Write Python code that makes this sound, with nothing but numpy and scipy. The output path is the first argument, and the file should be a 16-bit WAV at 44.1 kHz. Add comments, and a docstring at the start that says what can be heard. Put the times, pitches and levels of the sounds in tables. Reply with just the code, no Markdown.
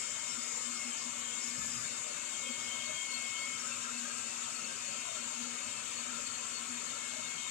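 """An electric leaf blower, its nozzle pushed into a plastic pipe close to the left of two microphone ports.
Starts with the gap at the nozzle open; it shuts near 1.2 s, opens by 1.5 s and shuts again near 2.1 s.
The blade tone stands out left from 2.3 s; it and the shaft speed drop near 3.6 s as the gap opens again.
From 5 s the blade tone comes and goes, strong at the end. Throughout: shaped noise is the air rush, short
wavering sines are its brief narrow swells, steadier wavering sines are rotor tones and mains buzz."""
import sys
import numpy as np
from scipy import signal
from scipy.io import wavfile
from scipy.ndimage import uniform_filter1d

SR = 44100
rng = np.random.default_rng(int(sys.argv[2]) if len(sys.argv) > 2 else 0)


def store_wav(level_fs):
    """Save 16-bit WAV to argv[1]."""
    pcm = np.round(np.clip(np.atleast_2d(level_fs), -1, 1) * 32767)
    wavfile.write(sys.argv[1], SR, pcm.T.astype(np.int16))


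N = 331089

# Shaft speed: time_s, shaft_hz
SHAFT_HZ = [(0, 241), (.95, 240.8), (1.2, 241.2), (1.42, 241.9), (1.56, 241.1), (1.8, 239.4), (2.0, 240.2),
            (2.37, 242.3), (2.6, 242.55), (3.48, 242.6), (3.8, 240.4), (4.35, 240.1), (4.8, 240.5),
            (5.45, 241.35), (5.75, 241.2), (6.25, 240.75), (7.5, 242)]
# Gap between nozzle and pipe: time_s, open_share (0-1)
GAP_OPEN = [(0, 0.7), (1.03, 0.46), (1.15, 0), (1.36, 0), (1.45, 0.57), (1.95, 0.5), (2.1, 0.02),
            (3.52, 0.3), (3.6, 0.42), (3.72, 0.3), (3.85, 0.39), (7.5, 0.22)]
# Torque pulsation, odd multiples: pitch_hz, left_db, right_db
MAINS_TONES = [(120, -76, -86), (360, -72, -83), (601, -71, -79)]
# Stronger shaft multiples: multiple, left_db, right_db
STRONG_ORDERS = [(2.0, -65.5, -77.5), (3.0, -66, -77), (12.0, -65.0, -68.5), (18.0, -65, -81.7),
                 (27.0, -56.0, -83.4), (29.0, -54.7, -86.3), (30.0, -55.3, -85.3), (32.0, -58.0, -78.8),
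                 (35.0, -65.3, -82.2), (36.0, -67.2, -79.3), (37.0, -68.7, -87.6), (39.0, -73.9, -93.9),
                 (41.0, -74.6, -86.1), (42.0, -74.8, -90.4), (43.0, -80.7, -93.1), (47.0, -88.2, -96.1),
                 (49.0, -85.6, -99.9), (50.0, -87.7, -99.7), (59.0, -92.3, -101.3), (10, -66, -78),
                 (13, -66, -86), (28, -61, -90), (31, -58, -82), (34, -66, -84)]
# Blade tone at the left port, before its swells: time_s, level_db
BLADE_LEFT_DB = [(0, -55), (.35, -53), (.55, -52), (.7, -57), (1.0, -60), (1.2, -56), (1.5, -51),
                 (1.65, -58), (2.1, -65), (2.3, -52), (2.45, -47), (2.65, -47), (2.8, -42.5), (3.53, -42),
                 (3.67, -60), (4.0, -60), (4.6, -66), (5.0, -53.5), (5.5, -52.5), (5.75, -58), (6.3, -59),
                 (6.9, -51), (7.5, -46.5)]
# Blade tone at the right port: time_s, level_db
BLADE_RIGHT_DB = [(0, -51), (.65, -55), (.8, -52), (1.6, -56), (1.82, -57), (2.0, -53), (2.35, -55),
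                  (2.52, -48), (2.75, -55), (2.95, -49.5), (3.3, -54), (3.45, -46), (3.65, -67), (4.9, -61),
                  (7.5, -63)]
# Whines, by name: left_gap_shut_db, added_gap_open_db, right_minus_left_db
WHINE_LEVELS = {"low": (-66, 10, -14), "middle": (-85, 6, -11), "high": (-79, -2, -6)}
# Whines, by name: multiple of the shaft speed
WHINE_ORDERS = {"low": 23, "middle": 44, "high": 48}
# Brief swells and dips of the hum, blade tone and whines: centre_s, bell_width_s, tone_name, change_db
TONE_SWELLS = [(0.38, 0.018, "hum", 14), (.1, 0.11, "hum", -10), (0.49, 0.021, "hum", 5),
               (0.73, 0.05, "hum", 8), (0.885, 0.026, "hum", 12), (1.077, 0.018, "hum", 9),
               (1.57, 0.14, "hum", 6), (1.8, 0.031, "hum", 10), (2.505, 0.025, "hum", 13),
               (.96, .015, "hum", -10), (3, .04, "hum", -10), (5.08, 0.046, "hum", -8),
               (9.5, 0.023, "hum", -10), (5.23, 0.022, "hum", 12), (3.97, 0.15, "hum", 12),
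               (5.428, 0.077, "hum", 14), (6.124, 0.073, "hum", 10.5), (6.78, 0.06, "hum", 5),
               (7.167, 0.03, "hum", 12), (6.7, 0.051, "hum", 7), (.82, 0.035, "blade", 15),
               (3.92, .06, "blade", 5), (1.4, 0.025, "blade", 6), (2.94, .015, "blade", -6),
               (6.97, .025, "blade", -6), (5.585, 0.03, "blade", 7), (7.05, 0.03, "blade", 5.5),
               (.78, 0.046, "low", 10), (1.02, 0.035, "low", 16), (1.44, .04, "low", 15),
               (1.58, .03, "low", 8), (1.72, .02, "low", 13), (1.94, .025, "low", 14),
               (2.658, .03, "low", 17), (3.594, 0.037, "low", 17), (3.694, 0.035, "low", 14),
               (.46, 0.065, "middle", 22), (.76, .06, "middle", 14), (.96, .1, "middle", 17),
               (1.5, 0.049, "middle", 26), (2.283, .06, "middle", 24), (3.514, .05, "middle", 19),
               (.5, .4, "high", -12), (1.61, 0.05, "high", 15), (1.76, .05, "high", 17),
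               (1.92, .05, "high", -10), (1.18, 0.073, "high", 8), (2.9, .3, "high", 0),
               (3.92, .08, "high", 6), (6.85, .15, "high", 6)]
# Brief narrow swells of the air rush, drawn as wavering sines: centre_s, bell_width_s, pitch_hz, left_db
NARROW_SWELLS = [(1.61, 0.027, 1274, -49), (1.79, 0.028, 1270, -51), (3.56, 0.033, 1328, -49.5),
                 (3.65, 0.023, 1284, -46), (4.42, 0.02, 1304, -51), (4.50, 0.028, 1310, -51),
                 (4.59, 0.026, 1297, -49.5), (4.96, .03, 1330, -52), (5.17, .03, 1356, -52),
                 (5.77, 0.026, 1336, -53), (5.89, 0.016, 1320, -47.5), (6.12, 0.041, 1317, -47.5),
                 (6.29, 0.021, 1345, -49), (6.60, 0.031, 1333, -51.5), (6.85, 0.02, 1390, -55),
                 (1.84, .025, 1610, -49.5), (3.85, 0.022, 1610, -47), (4.08, 0.036, 1624, -50),
                 (4.21, 0.036, 1604, -50), (4.75, .035, 1605, -50), (5.59, .04, 1606, -54),
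                 (.85, .03, 2670, -49), (2.2, .04, 2660, -52), (3.19, .025, 2670, -49),
                 (3.73, 0.015, 2670, -43), (3.95, 0.034, 2640, -49), (4.20, 0.019, 2610, -50),
                 (4.66, 0.023, 2660, -47), (4.90, .025, 2668, -53), (5.38, 0.027, 2710, -49),
                 (5.64, .025, 2630, -53), (5.79, .025, 2640, -49), (.32, .02, 3060, -48),
                 (.66, 0.02, 3081, -49), (.93, 0.036, 3105, -49.5), (1.28, .035, 3210, -50.5),
                 (1.74, 0.027, 3130, -52), (2.48, 0.025, 3230, -46), (2.73, 0.016, 3140, -43),
                 (2.81, 0.019, 3190, -46), (3.00, 0.029, 3195, -46.5), (3.17, .03, 3100, -50),
                 (3.34, 0.031, 3080, -47), (3.57, .035, 3120, -50), (.73, .04, 4370, -49),
                 (1.02, .02, 4450, -48), (2.87, 0.017, 4410, -44), (3.14, 0.043, 4350, -42),
                 (2.55, .035, 4440, -50), (3.4, .05, 4500, -49), (3.97, .018, 4400, -44),
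                 (4.12, .035, 4370, -49), (4.90, .04, 4365, -47.5), (5.21, .025, 4394, -50),
                 (5.44, .025, 4420, -49), (5.68, .018, 4450, -52), (5.97, 0.029, 4409, -47),
                 (6.30, .035, 4380, -46), (6.56, 0.025, 4414, -44), (7.29, .02, 4280, -52),
                 (7.38, .03, 4380, -51), (.10, .025, 5050, -52), (.43, .02, 5090, -49),
                 (.51, .035, 5050, -51), (.89, .03, 5300, -49), (1.75, 0.064, 5030, -49),
                 (.10, .025, 5430, -54), (.31, .02, 5400, -46), (.78, .025, 5400, -47)]
# Balance of the narrow swells: pitch_hz, right_minus_left_db
NARROW_SWELL_BALANCE = [(1320, -11), (1600, -7), (2650, -4), (3150, -14), (4400, -20), (5200, -11)]
# Rush without resonances, left port: pitch_hz, level_db_per_hz
RUSH_LEFT_DB = [(30.0, -106), (60.0, -101), (110.0, -82), (380.0, -84.5), (900.0, -79.5), (2050.0, -83.5),
                (2500.0, -76.5), (4200.0, -83), (4800.0, -83), (5950.0, -80), (8300.0, -75.5),
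                (9300.0, -87.5), (11000.0, -102.5), (15600.0, -112.5)]
# Rush without resonances, right port: pitch_hz, level_db_per_hz
RUSH_RIGHT_DB = [(30.0, -119), (60.0, -107), (110.0, -93), (380.0, -95), (900.0, -88.7), (1450.0, -85.3),
                 (2100.0, -83.9), (3000.0, -87.4), (3420.0, -99.6), (5500.0, -94.1), (6900.0, -97.8),
                 (8600.0, -91.2), (10500.0, -107.5), (15600.0, -113.5)]
# Peaks and dips from housing, gap and pipe: centre_hz, width_hz, left_db, right_db, flutter_db, wander_hz,
# right_share (0-1, of swell and flutter)
RESONANCE_BANDS = [(7250, 560, 9.5, 1.1, .3, 90, .2), (8200, 700, -2, .3, .4, 60, .95),
                   (1320, 55, 7.5, .8, 2.5, 25, .6), (1598, 12, 3, 1.8, 2.5, 4, .3),
                   (3160, 80, 3, 2.4, 2, 50, .3), (4395, 60, 6, 1.5, 2.0, 30, .3),
                   (5200, 300, 1.5, 3.3, 1.5, 100, .3), (130, 60, -.8, -2.4, 3, 25, .95),
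                   (241, 18, 6, 6.7, 2, 3, .95), (1025, 40, 4.5, 1, 2.5, 15, .5),
                   (3650, 100, 4.5, 1.5, 2.5, 40, .3), (6450, 150, 2.3, 1.1, 1, 50, .2),
                   (2600, 170, -2.2, 5.2, 1.5, 80, .8), (570, 45, 3.1, 3.7, 3.5, 25, .9),
                   (880, 50, -.2, 5.5, 2.5, 30, .9), (1750, 70, 1.5, -2.7, 2, 30, .4),
                   (2080, 60, -3.5, -2.5, .5, 10, .5), (1450, 70, -.6, 3.1, 1.5, 20, .8),
                   (1900, 60, .3, 1.6, 1.5, 20, .8), (5700, 120, -1.3, 2.5, 1.5, 40, .8),
                   (4230, 70, -3, -2, .5, 20, .5), (8130, 160, -2.5, 0, .5, 40, .2),
                   (8950, 150, 2.5, 0, .5, 40, .2), (985, 20, 0, -5, .5, 5, .5), (66, 16, 3, 3, 4, 8, .9),
                   (360, 40, -2.5, -1.5, .5, 5, .9), (810, 70, -3, .5, 1, 15, .3),
                   (1200, 90, 1.5, 0, 1, 20, .3), (1400, 50, 2, 0, 1, 15, .3),
                   (1590, 60, -2, -1, .5, 10, .3), (680, 25, -1, -5, .5, 5, .5),
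                   (3470, 60, -2.5, 0, .5, 20, .3), (12200, 900, 2, 0, .5, 100, .3)]
# Response of the first eight resonances: start_db, slope_db_per_s, speed_db_per_hz, gap_open_db
RESONANCE_RESPONSE = [(2, -0.43, 0, 0.2), (-1, -0.1, -0.2, 1.2), (-4.5, 0.58, -0.1, 1), (0, 0.83, 0, 8),
                      (-1.5, 0.51, 3.5, -6), (-2.5, 0.96, -0.5, 1.5), (-3, -0.35, 0.7, 13),
                      (-4.5, 0.44, -0.5, 5.5)]
# Brief swells and dips of the rush, mostly narrow: centre_s, bell_width_s, centre_hz, width_hz, change_db
RUSH_SWELLS = [(1.66, 0.12, 1740, 35, 11), (1.65, 0.13, 10700, 500, 4), (3.62, .08, 10700, 500, 4),
               (1.75, 0.074, 9700, 70, 6), (.55, .45, 10550, 300, 4), (2.0, .35, 10550, 300, 4),
               (4.4, .6, 10550, 300, 3.5), (1.65, .15, 50, 25, 8), (.35, .4, 2650, 150, -2),
               (4.6, 1.1, 2650, 150, 1.5), (2.08, .03, 620, 40, 9), (5.33, .025, 650, 40, 9),
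               (5.1, 0.045, 660, 45, 14), (7.2, .04, 640, 25, 10), (1.66, 0.081, 140, 97, 8),
               (.93, .06, 3130, 46, 12), (0.099, .12, 3130, 65, 11.5), (5.06, 0.13, 3000, 55, 6),
               (2.88, 0.08, 625, 22, 14.5), (4.03, 0.17, 1598, 14, 7), (2.95, .3, 3170, 130, 2.5),
               (1.8, .1, 5030, 80, 5), (1.74, 0.27, 1300, 40, -3)]
# Similarity of the rush at the ports: pitch_hz, likeness (0-1)
PORT_LIKENESS = [(30, 0.37), (250, 0.99), (700, 0.72), (1100, 0.83), (1500, 0.38), (2050, 0.26),
                 (2650, 0.7), (3200, 0.21), (6200, 0.52), (7000, 0.033), (15000, 0.025)]
# Phase lead of the right port: pitch_hz, lead_rad
PORT_LEAD = [(30, .1), (250, .95), (750, 3.1), (1100, 4.3), (1400, 7.1), (1900, 9.0), (2200, 12.4),
             (2900, 12.3), (4300, 15.6), (5000, 16.4), (6000, 16.8), (7000, 22.1), (10300, 28.0),
             (15000, 38.0)]

USUAL_SHAFT_HZ, BLADES = 241, 9
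HUM_LEFT_DB, HUM_RIGHT_MINUS_LEFT_DB = -59, -9.5
COMB_OVER_RUSH_DB = -9  # weak tone level relative to the rush per Hz at its pitch
FRAME, HOP, HOLD = 2048, 512, 100  # samples
KNEE_DB, EDGE_HZ = -23.7, 15720


def gain_of(db):
    """Decibels to amplitude factor."""
    return 10 ** (np.asarray(db) / 20)


def evened(x):
    """Scales each row to rms 1."""
    return x / np.sqrt(np.mean(abs(x) ** 2, axis=-1, keepdims=True) + 1e-20)


def curve(points, time_s):
    """Interpolates a control curve linearly in time."""
    return np.interp(time_s, *np.transpose(points))


def read(points, hz):
    """Interpolates a spectrum table on a log-frequency axis."""
    table_hz, value = np.transpose(points)
    return np.interp(np.log(hz + 1), np.log(table_hz + 1), value)


def bump(x, centre, width):
    """Gaussian bell of height 1."""
    return np.exp(-.5 * ((x - centre) / width) ** 2)


def drift(rate_hz, count):
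    """Rows of slow complex noise, rms 1, each value held for HOLD samples."""
    steps = N // HOLD + 2
    noise = rng.standard_normal((count, steps)) + 1j * rng.standard_normal((count, steps))
    slow = np.fft.ifft(noise * bump(np.fft.fftfreq(steps, HOLD / SR), 0, rate_hz))
    return np.repeat(evened(slow), HOLD, axis=1)[:, :N]


def tone(turns, hz, db, steady, wobble):
    """Sine at both ports: a steady part plus one wavering in level and phase; hz sets the port lead."""
    envelope = steady + np.sqrt(1 - steady ** 2) * wobble
    left = envelope * np.exp(2j * np.pi * (turns + rng.random()))
    right = left * np.exp(1j * read(PORT_LEAD, hz))
    return np.sqrt(2) * gain_of(db) * np.array([left.real, right.real])


def tone_swell_db(name, time_s):
    """Sums the bell-shaped level changes of one tone."""
    return sum(db * bump(time_s, centre_s, width_s)
               for centre_s, width_s, which, db in TONE_SWELLS if which == name)


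def rush_level_db(hz, swell_db, flutter, wander):
    """Rush level per Hz, ports x bins x times; eddies shake each resonance in level and pitch."""
    level_db = np.array([read(RUSH_LEFT_DB, hz), read(RUSH_RIGHT_DB, hz)])[:, :, None]
    for k, band in enumerate(RESONANCE_BANDS):
        centre_hz, width_hz, left_db, right_db, flutter_db, wander_hz, right_share = band
        moved_db = flutter_db * flutter[k]
        if k < len(swell_db):
            moved_db = moved_db + swell_db[k]
        shape = bump(hz[:, None], centre_hz + wander_hz * wander[k], width_hz)
        port_db = np.reshape([left_db, right_db], (2, 1, 1))
        port_share = np.reshape([1, right_share], (2, 1, 1))
        level_db = level_db + shape * (port_db + moved_db * port_share)
    return level_db


def mains():
    """Motor torque pulsation: fixed-pitch sines with slow wavering."""
    time_s = np.arange(N) / SR
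    wobbles = drift(1.1, count=len(MAINS_TONES))
    out = np.zeros((2, N))
    for (hz, *port_db), wobble in zip(MAINS_TONES, wobbles):
        out += tone(hz * time_s, hz, np.reshape(port_db, (2, 1)), .83, wobble)
    return out


def narrow_swells():
    """Brief narrow swells of the air rush, drawn as short wavering sines under a bell."""
    out = np.zeros((2, N))
    wobble = drift(40.0, count=1)[0]
    for k, (centre_s, width_s, hz, left_db) in enumerate(NARROW_SWELLS):
        first = max(round((centre_s - 3 * width_s) * SR), 0)
        last = min(round((centre_s + 3 * width_s) * SR), N)
        at = np.arange(first, last)
        port_db = [[left_db], [left_db + read(NARROW_SWELL_BALANCE, hz)]]
        # a further second of offset per swell varies the wavering
        wave = tone(hz * at / SR, hz, port_db, .7, wobble[(at + k * SR) % N])
        out[:, at] += bump(at / SR, centre_s, width_s) * wave
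    return out


def rotor():
    """Shaft-locked sines: unbalance hum, blade tone, whines and a comb of other multiples."""
    time_s = np.arange(N) / SR
    shaft_hz, gap = curve(SHAFT_HZ, time_s), curve(GAP_OPEN, time_s)
    turns, mean_hz = np.cumsum(shaft_hz) / SR, shaft_hz.mean()
    wobble = drift(4.7, count=62)

    hum_db = HUM_LEFT_DB + tone_swell_db("hum", time_s)
    hum_ports_db = [hum_db, hum_db + HUM_RIGHT_MINUS_LEFT_DB]
    out = tone(turns, mean_hz, hum_ports_db, .8, drift(15.0, count=1)[0])

    blade_ports_db = [curve(BLADE_LEFT_DB, time_s) + tone_swell_db("blade", time_s),
                      curve(BLADE_RIGHT_DB, time_s)]
    out += tone(BLADES * turns, BLADES * mean_hz, blade_ports_db, .98, drift(16.0, count=1)[0])

    whine_db = {}
    for name, (shut_db, open_db, right_db) in WHINE_LEVELS.items():
        left_db = shut_db + open_db * gap + tone_swell_db(name, time_s)
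        whine_db[WHINE_ORDERS[name]] = np.array([left_db, left_db + right_db])

    strong_db = {round(order): np.reshape(port_db, (2, 1)) for order, *port_db in STRONG_ORDERS}
    calm = np.zeros((len(RESONANCE_BANDS), 1))
    order_hz = np.arange(len(wobble)) * mean_hz
    weak_db = rush_level_db(order_hz, calm, calm, calm) + COMB_OVER_RUSH_DB
    flicker = drift(18.0, count=3)
    for k in range(2, len(wobble)):
        if k in whine_db:
            out += tone(k * turns, k * mean_hz, whine_db[k], .75, flicker[k % 3])
        elif k != BLADES:
            out += tone(k * turns, k * mean_hz, strong_db.get(k, weak_db[:, k]), .77, wobble[k])
    return out


def rush():
    """Turbulent air: random short-time spectra in drifting patches, partly shared by the ports."""
    frames, hz = N // HOP + 5, np.fft.rfftfreq(FRAME, 1 / SR)
    at = np.minimum(np.arange(frames) * HOP, N - 1)
    time_s = at / SR

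    extra_hz = curve(SHAFT_HZ, time_s) - USUAL_SHAFT_HZ
    controls = np.array([np.ones(frames), time_s, extra_hz, curve(GAP_OPEN, time_s)])
    response_db = np.array(RESONANCE_RESPONSE) @ controls
    # real and imaginary parts each have rms near 1
    eddies = np.sqrt(2) * drift(14.0, count=len(RESONANCE_BANDS) + 1)[:, at]
    level_db = rush_level_db(hz, response_db, eddies.real, eddies.imag)
    for centre_s, width_s, centre_hz, width_hz, db in RUSH_SWELLS:
        level_db = level_db + db * bump(hz, centre_hz, width_hz)[:, None] * bump(time_s, centre_s, width_s)

    a, b, c, d, patches = rng.standard_normal((frames, len(hz), 5)).T
    patches = uniform_filter1d(patches, size=4, axis=0)  # over bins
    patches = uniform_filter1d(patches, size=8, axis=1)  # over frames
    level_db = level_db + 2.2 * patches / patches.std() + .2 * eddies[-1].real

    likeness = read(PORT_LIKENESS, hz)[:, None]
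    lead = np.exp(1j * read(PORT_LEAD, hz))[:, None]
    left = a + 1j * b
    right = likeness * left * lead + np.sqrt(1 - likeness ** 2) * (c + 1j * d)
    spectra = np.array([left, right]) * gain_of(level_db)
    scale = np.sqrt(SR / FRAME * 1.5)  # spectral density and window overlap
    return scale * signal.istft(spectra, nperseg=FRAME, noverlap=FRAME - HOP)[1][:, :N]


def scene():
    """Mains buzz, rotor tones, and the air rush with its narrow swells."""
    return mains() + narrow_swells() + rotor() + rush()


def record(dry):
    """Microphone amplifier rounds the peaks (tanh); a low-pass then limits the band."""
    knee = gain_of(KNEE_DB)
    rounded = knee * np.tanh(dry / knee)
    low_pass = signal.firwin(2047, EDGE_HZ, window=("kaiser", 9), fs=SR)
    return signal.oaconvolve(rounded, low_pass[None], "same")


dry = scene()
out = record(dry)
store_wav(out)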